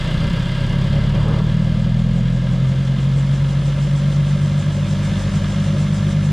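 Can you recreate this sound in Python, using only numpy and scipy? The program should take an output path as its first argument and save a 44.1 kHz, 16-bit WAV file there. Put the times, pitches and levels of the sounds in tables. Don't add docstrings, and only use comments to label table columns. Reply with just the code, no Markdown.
import sys
import numpy as np
from scipy import signal
from scipy.fft import rfft, irfft, next_fast_len
from scipy.io import wavfile
from scipy.ndimage import uniform_filter1d, minimum_filter1d

SR = 44100
rng = np.random.default_rng(int(sys.argv[2]) if len(sys.argv) > 2 else 0)


def wav_out(sig):
    wavfile.write(sys.argv[1], SR, np.round(np.clip(np.atleast_2d(sig).T, -1, 1) * 32767).astype(np.int16))


N = 278712
TIME = np.arange(N) / SR
FFT_SIZE = next_fast_len(N + SR // 4, True)
HZ = np.fft.rfftfreq(FFT_SIZE, 1 / SR)
IDLE_HZ, FULL_HZ = 30.374, 50.273
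CYLINDERS, FIRINGS_PER_BLADE = 4, 7.4146

# f/Hz, level/dB
PIPE_COLOUR = [(30, -18), (40, -25), (50, -29), (70, -29.5), (90, -37), (98, -23), (112, -22), (134, -15.5),
               (160, -17.5), (200, -20), (220, -32.5), (250, -47.5)]
# f/Hz, width/Hz, gain at the centre (negative flips the wave)
PIPE_DIPS = [(44.3, 1, .5), (48.54, 1, .36), (94.5, 2.4, .3), (147.15, 2.15, -.3), (184.5, 41, .25)]
# f/Hz, level/dB
MUFFLER_COLOUR = [(15, -44), (35, -20), (65, -5.5), (85, -6.5), (145, -3), (185, 1), (225, -6.5),
                  (270, -23), (400, -33.5), (900, -66), (4000, -110)]
# peak t/s, half length/s, level/dB
ENGINE_SURGES = [(.24, .1, -17.5), (1.05, 0.55, -21.5)]
# multiple of the firing rate, idle level/dB, full-speed level/dB
CYLINDER_TONES = [(1.5, -49, -40.5), (1.75, -37, -57.5), (2.25, -47.5, -33), (2.5, -42.5, -43.5),
                  (2.75, -36, -38.5), (3.25, -35, -33), (3.5, -34.5, -36), (3.75, -32.5, -43),
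                  (4.25, -36, -43.5), (4.5, -41.5, -41.5), (5.5, -32.5, -52.5), (6, -35, -47),
                  (7, -51.5, -56), (7.25, -58, -48), (7.5, -47, -50), (8.5, -43, -55.5), (11, -48.5, -51),
                  (11.25, -46, -47), (12, -49, -47.5)]
# multiple of the firing rate, idle level/dB, full-speed level/dB
TAIL_ROTOR_TONES = [(1.78, -39.5, -41), (2.79, -55, -42), (2.833, -53.5, -37.5), (3.167, -46.5, -25.5),
                    (3.79, -41, -48.5), (4.167, -35.5, -48.5)]
# t/s, level/dB
MACHINE_LEVEL = [(0.08, -34), (0.13, -34.5), (1.48, -38.5), (2.03, -41), (3.69, -39), (4.6, -39),
                 (5.23, -36.5), (6.28, -38.5)]
# f/Hz, level/dB
RATTLE_COLOUR = [(120, -36.5), (250, -2), (350, 0.5), (420, -6.5), (520, 0.5), (620, -1.5), (760, -9.5),
                 (1000, -17), (2000, -45.5), (8000, -82.5)]
# f/Hz, level/dB
CLATTER_COLOUR = [(400, -13), (750, -12), (1000, 2), (1250, 2.5), (1450, -3), (1750, -3.5), (1950, -3.5),
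                  (2450, -3), (3300, -2.5), (4200, -6), (5200, -24.5), (7000, -22.5), (11000, -32),
                  (15000, -58.5)]
# f/Hz, width/Hz, boost/dB
METAL_RINGS = [(311, 18, 3.5), (547, 50, 3.5), (926, 59, 2.5), (1140, 69, 2), (1352, 63, 4),
               (1630, 144, 5.5), (1740, 89, 7), (2122, 120, 6.5), (3520, 600, 2.5)]
# f/Hz, width/Hz, level/dB
COVER_TONES = [(955.5, 28.5, -3), (1617, 65, 0.5), (2066, 24, -3), (2844, 95, -1.5), (3163, 38, -4),
               (3350, 200, -1), (4750, 310, -8)]
# f/Hz, level/dB
HISS_COLOUR = [(2500, -20.5), (4200, 1), (4900, 5.5), (5900, -2), (7000, -4), (7800, -4), (8400, -9),
               (9700, -9.5), (11000, -20), (12500, -18.5), (15000, -28)]
# peak t/s, half length/s, level/dB
RUSH_SWELLS = [(.9, 0.17, -41), (1.3, 0.15, -30)]
# f/Hz, level/dB
RUSH_COLOUR = [(150, -16), (300, 4.5), (480, 6.5), (700, -8), (970, 3), (1250, -4), (2000, -14),
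               (4000, -60), (9000, -78)]
# f/Hz, level/dB
SWISH_COLOUR = [(1500, -13), (4000, -2), (5400, 6), (6500, 4), (7500, 0.5), (8400, -8.5), (9600, -4.5),
                (11200, -20.5), (12500, -19.5), (15000, -38)]
# peak t/s, half length/s, level/dB
WIND_GUSTS = [(4.1, 0.45, -43), (4.95, 0.43, -38)]
# f/Hz, level/dB
WIND_COLOUR = [(10, 3), (25, 5), (65, -1.5), (130, 3), (250, -22), (600, -41), (4000, -86)]
# f/Hz, level/dB of their difference against what they share
STEREO_WIDTH = [(250, -45), (500, -17.5), (720, -7), (1000, -9.5), (1450, -11.5), (2000, -16.5),
                (3200, -26.5), (4500, -26), (5200, -6), (6500, -5), (8300, 3.5), (11500, -5), (14500, 2)]
# f/Hz, level/dB of left against right
STEREO_TILT = [(300, 0), (550, -.6), (800, -1.4), (1300, -1.2), (2200, -.3), (4500, 0), (8500, -1.8),
               (12500, 1.7)]


def firing_rate(run_up_s=2.3645, shape=1.3022):
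    return FULL_HZ - (FULL_HZ - IDLE_HZ) * np.exp(-(TIME / run_up_s) ** shape)


def exhaust(firings, rate, load, opened, boom_hz=178, width_hz=45):
    note, pipe_db = np.zeros(N), spectrum(PIPE_COLOUR)
    for k in range(1, 6):
        hz = k * rate
        lag = np.arctan((hz / boom_hz - boom_hz / hz) * boom_hz / width_hz)
        strength = amp(np.interp(hz, HZ, pipe_db) + drift(9))
        wave = strength * np.exp(1j * (2 * np.pi * k * firings - lag))
        for centre, width, gain in PIPE_DIPS:
            offset = 2j * (hz - centre) / width
            wave = wave * (gain + offset) / (1 + offset)
        note -= wave.real * amp(0.5 * load * (k == 1))
    return np.sqrt(2) * amp(-0.17 - 7.5 * (1 - opened)) * note


def uneven_firing(firings, load, churn=0.82):
    starts, kicks = valve_openings(firings), np.zeros(N)
    kicks[starts] = np.clip(rng.standard_normal(len(starts)), -1.6, 1.6)
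    gas = unit_level(kicks) + churn * rng.standard_normal(N)
    strength = np.hypot(amp(-32 + 3 * load), swells(ENGINE_SURGES))
    return strength * coloured(gas, MUFFLER_COLOUR)


def geared_tones(table, firings, rate, throttle, waver_db):
    tones, muffler_db = np.zeros(N), spectrum(MUFFLER_COLOUR)
    for multiple, idle_db, full_db in table:
        boom_db = np.interp(multiple * rate, HZ, muffler_db)
        db = boom_db + (idle_db - boom_db[0]) * (1 - throttle) + (full_db - boom_db[-1]) * throttle
        strength = amp(db + waver_db * drift(3.06))
        cycles = multiple * firings + rng.random() + 0.031 * drift(4)
        tones += strength * np.cos(2 * np.pi * cycles)
    return np.sqrt(2) * tones


def engine_knocks(firings, colour, ring_s, loose_share, throb, lope):
    starts, t = valve_openings(firings), np.arange(SR // 10) / SR
    bursts = rng.standard_normal((CYLINDERS, 2, len(t))) * np.exp(-t / ring_s)
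    loose = noise_pair() * (1 + throb * np.cos(2 * np.pi * firings))
    knocks = np.zeros((2, N))
    for k, burst in enumerate(bursts):
        blows, own = np.zeros(N), starts[k::CYLINDERS]
        blows[own] = amp(2.1 * rng.standard_normal(N)[own])
        knocks += signal.oaconvolve(blows[None], burst, axes=1)[:, :N]
    blend = np.sqrt(1 - loose_share) * unit_level(knocks) + np.sqrt(loose_share) * unit_level(loose)
    cycle = 1 + lope * np.cos(2 * np.pi * (firings + 1.3) / CYLINDERS)
    metal_db = sum(db / (1 + (2 * (HZ - hz) / width) ** 2) for hz, width, db in METAL_RINGS)
    return yard_echoes(filtered(cycle * blend, spectrum(colour) + metal_db))


def cover_whine():
    power = sum(amp(2 * db) / width / (1 + ((HZ - hz) / width) ** 2) ** 2
                for hz, width, db in COVER_TONES)
    return unit_level(filtered(noise_pair(), 10 * np.log10(power)))


def valve_hiss(firings):
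    since_crack = (firings + 0.18) % 1
    puffs = 1 + 1.4 * np.exp(-since_crack / 0.16)
    return coloured(noise_pair() * puffs, HISS_COLOUR)


def pickup_rushes():
    return swells(RUSH_SWELLS) * coloured(noise_pair(), RUSH_COLOUR)


def blade_howl(blades, centre_hz=575, bend=0.06):
    hz = centre_hz * (1 + bend * np.cos(2 * np.pi * (blades - 0.561)))
    return unit_level(noise_band(hz, width_hz=50))


def blade_whoosh(blades, centre_hz, glide, width_hz, lag, length):
    position = (blades - lag + .5) % 1 - .5
    band = noise_band(centre_hz * np.exp(glide * position), width_hz)
    flare = np.exp(-(position / length) ** 2)
    return unit_level(band * flare * amp(1.3 * drift(6.9)))


def blade_swish(blades):
    sweep_db = 2 * (np.cos(2 * np.pi * blades) + 0.45 * np.cos(4 * np.pi * blades))
    hiss = coloured(noise_pair(), SWISH_COLOUR) * amp(sweep_db + .5 * drift(18))
    high = blade_whoosh(blades, centre_hz=7480, glide=-0.44, width_hz=1700, lag=-.02, length=0.24)
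    low = blade_whoosh(blades, centre_hz=797, glide=1.5, width_hz=170, lag=0.01, length=0.2)
    return amp(1.5) * hiss + amp(-6.5) * high + amp(-2) * low


def yard_echoes(pair, echo_db=-10, decay_s=0.02, echoes_per_s=500):
    t = np.arange(SR // 5) / SR
    taps = rng.standard_normal(len(t)) * (rng.random(len(t)) < echoes_per_s / SR)
    taps *= np.exp(-t / decay_s) * (t > .004)
    echoes = signal.oaconvolve(pair, taps[None] / np.linalg.norm(taps), axes=1)[:, :N]
    return unit_level(pair + amp(echo_db) * echoes)


def breeze():
    return swells(WIND_GUSTS) * coloured(noise_pair(), WIND_COLOUR)


def stereo(pair, spread):
    shared, side = pair[0], filtered(pair[1], spectrum(STEREO_WIDTH))
    tilt_db = spectrum(STEREO_TILT) / 2
    side += (filtered(shared, tilt_db) - filtered(shared, -tilt_db)) / 2
    return np.array([shared + spread * side, shared - spread * side])


def valve_openings(firings):
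    return np.flatnonzero(np.diff(np.floor(firings)) > 0)


def amp(db):
    return 10 ** (np.asarray(db) / 20)


def unit_level(x):
    return x / np.sqrt(np.mean(x ** 2) + 1e-20)


def spectrum(table):
    hz, db = np.transpose(table)
    return np.interp(np.log(HZ + 1), np.log(hz + 1), db)


def filtered(x, db):
    cepstrum = irfft(db * np.log(10) / 20, FFT_SIZE)
    cepstrum[1:FFT_SIZE // 2] *= 2
    cepstrum[FFT_SIZE // 2 + 1:] = 0
    return irfft(rfft(x, FFT_SIZE) * np.exp(rfft(cepstrum)), FFT_SIZE)[..., :N]


def coloured(x, table):
    return unit_level(filtered(x, spectrum(table)))


def noise_pair():
    return rng.standard_normal((2, N))


def noise_band(hz, width_hz):
    spin = np.exp(2j * np.pi * np.cumsum(hz) / SR)
    decay = np.exp(-np.pi * width_hz / SR)
    band = noise_pair()
    for _ in range(2):
        band = 2 * (spin * signal.lfilter([1 - decay], [1, -decay], band / spin)).real
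    return band


def drift(per_s):
    points = rng.standard_normal(1024)
    return unit_level(np.interp(TIME * per_s, np.arange(len(points)), points))


def ramp(start_s, takes_s):
    return np.clip((TIME - start_s) / takes_s, 0, 1)


def swells(table):
    return sum(amp(db) * np.exp(-((TIME - s) / half_s) ** 2) for s, half_s, db in table)


def scene():
    rate = firing_rate()
    count = np.cumsum(rate) / SR
    firings = count - .455
    blades = (count - 5.27) / FIRINGS_PER_BLADE
    opened = ramp(start_s=0.58, takes_s=0.5)
    throttle = ((rate - rate.min()) / np.ptp(rate)) ** 2
    pickup = np.gradient(rate)
    load = pickup / pickup.max() * opened

    drone = exhaust(firings, rate, load, opened) + uneven_firing(firings, load)
    cylinders = geared_tones(CYLINDER_TONES, firings, rate, throttle, waver_db=0.96)
    tail_rotor = geared_tones(TAIL_ROTOR_TONES, firings, rate, throttle, waver_db=0)
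    drone += amp(-2.5 * (1 - opened)) * (cylinders + tail_rotor)

    rattle = engine_knocks(firings, RATTLE_COLOUR, ring_s=0.02, loose_share=0.86, throb=0.052, lope=0.24)
    howl = blade_howl(blades)
    clatter = engine_knocks(firings, CLATTER_COLOUR, ring_s=0.015, loose_share=0.67, throb=0.11, lope=.02)
    machine = amp(0.15 + 4 * load) * rattle + amp(-7.5) * howl + amp(0.64) * clatter
    machine += amp(-1.5 - 7 * throttle) * cover_whine()
    machine += amp(-11.5 - 1.5 * throttle) * valve_hiss(firings)
    machine += amp(-14 + 2.5 * throttle) * throttle ** 0.47 * blade_swish(blades)
    machine *= amp(np.interp(TIME, *np.transpose(MACHINE_LEVEL)))

    spread = amp(0.7) * ramp(start_s=1.75, takes_s=2.05)
    lean = amp(-39) * spread * np.array([[1], [-1]])
    return drone * (1 + lean) + stereo(machine + pickup_rushes(), spread) + breeze()


def record(dry, ceiling_db=-7.0, cutoff_hz=15650):
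    allowed = np.minimum(amp(ceiling_db) / (abs(dry).max(0) + 1e-9), 1)
    gain = uniform_filter1d(minimum_filter1d(allowed, size=900), size=700)
    lowpass = signal.firwin(511, cutoff_hz, window=("kaiser", 9), fs=SR)
    return signal.oaconvolve(dry * gain, lowpass[None], "same")


dry = scene()
out = record(dry)
wav_out(out)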